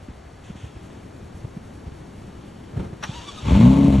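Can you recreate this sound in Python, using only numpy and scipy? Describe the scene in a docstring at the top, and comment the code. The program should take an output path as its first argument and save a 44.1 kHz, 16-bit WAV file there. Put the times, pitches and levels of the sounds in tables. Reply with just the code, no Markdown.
"""A V8 sports car starts up, parked on a quiet street. The starter pinion clacks in and its gears whine
through three compressions; then the engine catches and flares, its firings booming through the exhaust
while puffs of gas roar and rasp from the tailpipes. Before that there is only distant traffic, a few
faint scuffs, soft low bumps on the hand-held microphone and a faint whirr, likely the fuel pump."""
import sys
import numpy as np
from scipy import signal
from scipy.fft import rfft, irfft, next_fast_len
from scipy.io import wavfile
from scipy.ndimage import map_coordinates

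SR = 44100
rng = np.random.default_rng(int(sys.argv[2]) if len(sys.argv) > 2 else 0)


def transcribe(u):
    """Save the signal u as a 16-bit wav file named by the first command-line argument.

    u: samples, shape (n,) or (channels, n), limited to [-1, 1]; the rate is SR.
    q: integer samples, one column per channel.
    """
    v = np.clip(np.atleast_2d(u).T, -1, 1)
    q = np.round(v * 32767).astype(np.int16)
    wavfile.write(sys.argv[1], SR, q)


N = 176400
T = np.arange(N) / SR
CATCH_S = 3.41  # the engine begins to fire


def amp(db):
    """Decibels to gain."""
    return 10 ** (np.asarray(db) / 20)


def unit(x):
    """Scale to rms 1."""
    return x / np.sqrt(np.mean(x ** 2) + 1e-20)


def along(points, hz):
    """Read (Hz, value) points on a log frequency axis."""
    f, v = np.transpose(points)
    return np.interp(np.log(hz + 1), np.log(f + 1), v)


def curves(rows):
    """One automation curve for each column after the time."""
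    s, *cols = np.transpose(rows)
    return [np.interp(T, s, c) for c in cols]


def wobble(rate):
    """A smooth random curve, rate knots a second."""
    return map_coordinates(rng.standard_normal(int(N * rate / SR) + 4), [T * rate])


def swell(s, width):
    """A bell-shaped rise and fall centred on s seconds."""
    return np.exp(-.5 * ((T - s) / width) ** 2)


def ramp(s, length):
    """A fade from 0 to 1 starting at s seconds."""
    return np.clip((T - s) / length, 0, 1)


def filtered(x, response):
    """Shape x with a frequency response."""
    m = next_fast_len(N + SR // 2)
    return irfft(rfft(x, m) * response(np.fft.rfftfreq(m, 1 / SR)), m)[..., :N]


def through(x, colour, size=8192):
    """Minimum-phase filter with the given colour: it rings only after each hit."""
    cepstrum = irfft(np.log(amp(along(colour, np.fft.rfftfreq(size, 1 / SR))) + 1e-6))
    cepstrum[1:size // 2] *= 2
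    cepstrum[size // 2 + 1:] = 0
    return signal.fftconvolve(x, irfft(np.exp(rfft(cepstrum))))[:N]


def ringing(x, modes):
    """Send x through resonances of alternating polarity."""
    return filtered(x, lambda f: sum(
        (-1) ** k * amp(db) * 1j * f * width / (hz * hz - f * f + 1j * f * width)
        for k, (hz, width, db) in enumerate(modes)))


def noise(colour):
    """Coloured stereo noise of rms 1."""
    # Stereo likeness. Each row: frequency in Hz, correlation of left and right.
    likeness = [(200, 0.99), (600, 0.087), (1100, 0.28), (1700, 1)]
    angle = lambda hz: np.arccos(np.clip(along(likeness, hz), -1, 1)) / 2
    gains = lambda hz: amp(along(colour, hz)) * [np.cos(angle(hz)), np.sin(angle(hz))]
    mid, side = filtered(rng.standard_normal((2, N)), gains)
    return unit(np.array([mid + side, mid - side]))


def traffic(bed_db=-47):
    """A bed of distant traffic, with one car drawing nearer."""
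    # Tone of the bed and of the nearing car. Each row: frequency in Hz, level in dB.
    bed_colour = [(55, -11.5), (240, -9.5), (800, -14), (1800, -23), (4500, -33), (6800, -36),
                  (12000, -49.5)]
    car_colour = [(60, -2), (180, 6), (330, 1.5), (500, -7), (2000, -35.5)]
    # The car's approach. Each row: time in seconds, level in dB.
    approach = [(0.1, -58), (0.9, -44), (2.45, -43)]
    car_db, = curves(approach)
    return amp(bed_db) * noise(bed_colour) + amp(car_db) * noise(car_colour)


def microphone_bumps(width_cycles=0.64, fall_per_s=25, scrape_db=-8, rumble_db=-45, flutter_db=2.5):
    """Dull, scraping pushes that fall in pitch and a brief hand rub, over a fluttering rumble of air."""
    # Soft bumps. Each row: centre in seconds, peak in dB, pitch in Hz.
    pushes = [(0.088, -29.5, 265), (0.102, -30.5, 80), (0.506, -25.5, 176), (0.557, -31, 207),
              (0.647, -28, 101), (0.771, -30, 88), (1.45, -25, 118), (1.573, -25, 176), (1.876, -26.5, 79),
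              (1.924, -29, 140), (2.775, -21.5, 125), (2.847, -28.5, 94), (2.935, -24.5, 138),
              (3.097, -22.5, 139)]
    # The hand rubs the case. Each row: centre in seconds, width in seconds, level in dB.
    hand_rubs = [(2.802, 0.0053, -26), (2.813, 0.063, -31.5)]
    # Tone of the rubbing and of air on the microphone. Each row: frequency in Hz, level in dB.
    rub_colour = [(30, -13.5), (75, 7), (330, -6.5), (1300, -25.5), (8000, -49.5)]
    air_colour = [(20, -38), (55, -2.5), (90, -0.5), (700, -44)]
    thud = lambda t, hz: np.sin(2 * np.pi * hz * t * (1 - fall_per_s * t / 2))
    scrape = noise(rub_colour)
    bumps = sum(amp(db) * swell(s, width_cycles / hz) * (thud(T - s, hz) + amp(scrape_db) * scrape)
                for s, db, hz in pushes)
    rubs = sum(amp(db) * swell(s, width) for s, width, db in hand_rubs) * scrape
    rumble = unit(amp(flutter_db * wobble(30.21)) * noise(air_colour))
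    return bumps + rubs + amp(rumble_db) * rumble


def scuffs(attack_s=0.0094, release_s=0.062, grit_db=1.5):
    """A few faint, gritty scuffs on the paving."""
    # The strokes. Each row: start in seconds, length in seconds, level in dB.
    strokes = [(0.433, .06, -52.5), (0.553, 0.083, -52.5), (.66, 0.315, -60.5)]
    # Tone of the grit. Each row: frequency in Hz, level in dB.
    grit_colour = [(1700, -1), (3300, 5.5), (4500, -13), (6500, -4), (12000, -20)]
    envelope = sum(amp(db) * ramp(s, attack_s) * (1 - ramp(s + length, release_s))
                   for s, length, db in strokes)
    return envelope * unit(amp(grit_db * wobble(700)) * noise(grit_colour))


def fuel_pump(peak_s=2.555, width_s=0.335, pitch_hz=3020, width_hz=330, level_db=-63):
    """A narrow band of noise whirrs while the fuel line is primed."""
    whirr = unit(ringing(rng.standard_normal(N), [(pitch_hz, width_hz, 0)]))
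    return amp(level_db) * swell(peak_s, width_s) * whirr


def pinion(t60=0.08, attack_s=0.0062, ring_db=-9, crack_db=-1):
    """The solenoid throws the pinion into the flywheel: a quick cluster of metal contacts."""
    # The contacts. Each row: start in seconds, strength in dB.
    clacks = [(3.012, -47), (3.025, -26.5), (3.033, -21.5)]
    # Resonances of the starter housing. Each row: frequency in Hz, width in Hz, level in dB.
    housing = [(1063, 55, -5), (1620, 52, -1.5), (5800, 180, -7)]
    # Tone of the crack. Each row: frequency in Hz, level in dB.
    crack_colour = [(300, -12), (800, 4.5), (3790, -9), (6000, -28.5)]
    blows = sum(amp(db - 60 * np.maximum(T - s, 0) / t60) * ramp(s, attack_s) for s, db in clacks)
    ring = unit(ringing(rng.standard_normal(N), housing))
    return blows * (amp(ring_db) * ring + amp(crack_db) * noise(crack_colour))


def starter(unsteady=0.018, even_db=-4.5, rattle_db=-44, harmonics=9):
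    """A rough gear whine speeds up after every compression, over the rattle of the teeth."""
    # Cranking. Each row: time in seconds, gear mesh rate in Hz, whine strength in dB.
    cranking = [(3.09, 800, -44), (3.165, 958, -36), (3.228, 921, -42), (3.245, 1035, -45),
                (3.268, 1195, -43), (3.29, 1142, -27.5), (3.335, 1093, -56), (3.358, 1336, -45),
                (3.388, 1230, -30), (3.42, 1150, -61)]
    # Tone of the gears. Each row: frequency in Hz, level in dB.
    gear_colour = [(300, -16), (1000, -5.5), (2100, -16.5), (2850, -8.5), (3570, -7), (4300, -15.5),
                   (6500, -16.5), (12000, -35)]
    mesh_hz, whine_db = curves(cranking)
    phase = 2 * np.pi * np.cumsum(mesh_hz * (1 + unsteady * wobble(600))) / SR
    harmonic_db = lambda k: along(gear_colour, k * mesh_hz) + even_db * (k % 2 == 0) + 2 * wobble(180)
    whine = sum(amp(whine_db + harmonic_db(k)) * np.sin(k * phase) for k in range(1, harmonics + 1))
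    rattle = amp(rattle_db + wobble(160)) * noise(gear_colour)
    engaged = ramp(3.005, 0.068) * (1 - ramp(3.5, .04))
    return engaged * (whine + rattle)


def firing_pulses(bank_cycles, scatter_db=4, jitter_s=.0005):
    """Eight unequal cylinders fire in turn into the exhaust pipe, two to each bank cycle."""
    # Strength of each cylinder in dB, in firing order.
    cylinders = [1.5, 7, -1.5, 5, 5.5, 3.5, -10.5, 3.5]
    # Response of the pipe. Each row: frequency in Hz, gain in dB.
    pipe = [(33, -48.5), (58, 7), (100, -6.5), (142, -8.5), (180, 1), (270, -2), (380, -18.5), (650, -18),
            (1500, -56.5)]
    onsets = np.flatnonzero(np.diff(np.floor(2 * bank_cycles)))
    scatter, jitter = rng.standard_normal((len(onsets), 2)).T
    strengths = amp(np.resize(cylinders, len(onsets)) + scatter_db * np.tanh(scatter))
    onsets = np.clip(onsets + (jitter_s * SR * jitter).astype(int), 0, N - 1)
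    pulses = through(np.bincount(onsets, strengths, N), pipe)
    return pulses / pulses[T > CATCH_S].std()


def exhaust_hum(bank_cycles, waver_db=3.0):
    """Deep, wavering tones that follow the engine's speed."""
    # The hum. Each row: time in seconds, then rms level in dB of the bank rate's first four multiples.
    hum_levels = [(3.5, -62.5, -53, -23, -26), (3.57, -36, -29, -34, -20.5),
                  (3.65, -23.5, -14.5, -8.5, -20), (3.76, -30, -31, -25, -21),
                  (3.86, -36, -24.5, -20, -16.5), (3.955, -27, -35, -18.5, -42), (4, -28, -15, -18, -41)]
    # Further tones. Each row: multiple of the bank rate, level in dB relative to the fourth.
    overtones = [(2.5, -5.5), (3.5, -26), (6, -22.5), (8, -19.5), (13, -25.5)]
    levels = curves(hum_levels)
    orders = list(enumerate(levels, 1)) + [(k, levels[-1] + db) for k, db in overtones]
    tone = lambda k: np.sqrt(2) * np.sin(2 * np.pi * (k * bank_cycles + rng.random()))
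    return sum(amp(db + waver_db * wobble(35)) * tone(k) for k, db in orders)


def exhaust_gas(bank_cycles, roar_db, rasp_db, chop_db=1.5, rush_db=-1.5, ring_db=-6):
    """Every firing lets out a puff of gas that roars, rings the pipe and rasps."""
    # Tone of the roar and of the rasp. Each row: frequency in Hz, level in dB.
    roar_colour = [(170, -15), (330, 4), (600, 3.5), (760, -8), (1100, 3.5), (1500, -32.5)]
    rasp_colour = [(700, -17), (1300, 1.5), (1830, -5), (2150, 1.5), (3860, -4), (5010, -13.5),
                   (7130, -13.5), (9420, -25)]
    # Pipe resonances. Each row: frequency in Hz, width in Hz, level in dB.
    pipe_modes = [(883, 25, 6), (670, 10, -6), (586, 14, -5.5)]
    puffs = unit(amp(chop_db * np.cos(4 * np.pi * bank_cycles) + wobble(70)))
    ring = unit(ringing(noise(roar_colour), pipe_modes))
    roar = amp(rush_db) * noise(roar_colour) + amp(ring_db) * ring
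    return puffs * (amp(roar_db) * roar + amp(rasp_db) * noise(rasp_colour))


def engine(pulse_trim_db=-1, boom_s=3.53, boom_width_s=0.027, boom_hz=67.2, boom_db=-12):
    """The V8 catches and flares; its first firings set the whole exhaust booming."""
    # Engine speed. Each row: time in seconds, firing rate of one cylinder bank in Hz.
    speed = [(3.42, 30.05), (3.6, 54.7), (3.7, 66.1), (3.78, 69.27), (3.91, 69.9), (3.96, 65.85)]
    # Exhaust effort. Each row: time in seconds, then strength in dB of pulses, roar and rasp.
    effort = [(3.44, -29, -37, -41.5), (3.53, -18, -29, -33.5), (3.6, -15.5, -32.5, -35.5),
              (3.645, -16, -26.5, -36.5), (3.76, -17, -30.5, -39.5), (3.9, -16, -34, -41),
              (3.95, -17, -30.5, -39.5), (4, -24, -40.5, -42)]
    bank_hz, = curves(speed)
    bank_cycles = np.cumsum(bank_hz) / SR
    pulse_db, roar_db, rasp_db = curves(effort)
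    pulses = amp(pulse_db + pulse_trim_db) * firing_pulses(bank_cycles)
    hum = exhaust_hum(bank_cycles)
    boom = amp(boom_db) * swell(boom_s, boom_width_s) * np.sin(2 * np.pi * boom_hz * T)
    gas = exhaust_gas(bank_cycles, roar_db, rasp_db)
    return ramp(CATCH_S, 0.061) * (pulses + boom + gas) + ramp(CATCH_S, 0.11) * hum


def placed(x):
    """Lean the midrange to the left."""
    # Panning. Each row: frequency in Hz, left minus right in dB.
    pan = [(200, 0.84), (350, 4.5), (1200, 5.5), (1600, 0)]
    gains = lambda hz: amp(along(pan, hz) * np.array([[.5], [-.5]]))
    return filtered(x, lambda hz: gains(hz) / gains(hz).mean(0))


def scene():
    """The car in the street, and the bumps at the microphone."""
    car = engine() + pinion() + starter() + fuel_pump()
    return placed(car + traffic() + scuffs()) + microphone_bumps()


def record(dry, ceiling=.92, top_hz=12000, fade_s=.004):
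    """Rounded peaks, a soft stop and a steep top cut; the two ports slip out of phase in the treble."""
    # The left and right ports. Each row: frequency in Hz, half their phase gap in radians.
    port_phase = [(4650, 0.016), (5030, 1.47), (5350, 0.13), (7300, 0.087), (10500, 1.03)]
    rounded = dry / (1 + np.abs(dry / ceiling) ** 6) ** (1 / 6)
    stop = 1 - ramp(T[-1] - fade_s, fade_s)
    ports = lambda hz: np.exp(1j * along(port_phase, hz) * np.array([[1], [-1]]))
    return filtered(rounded * stop, lambda hz: ports(hz) * (hz < top_hz))


dry = scene()
out = record(dry)
transcribe(out)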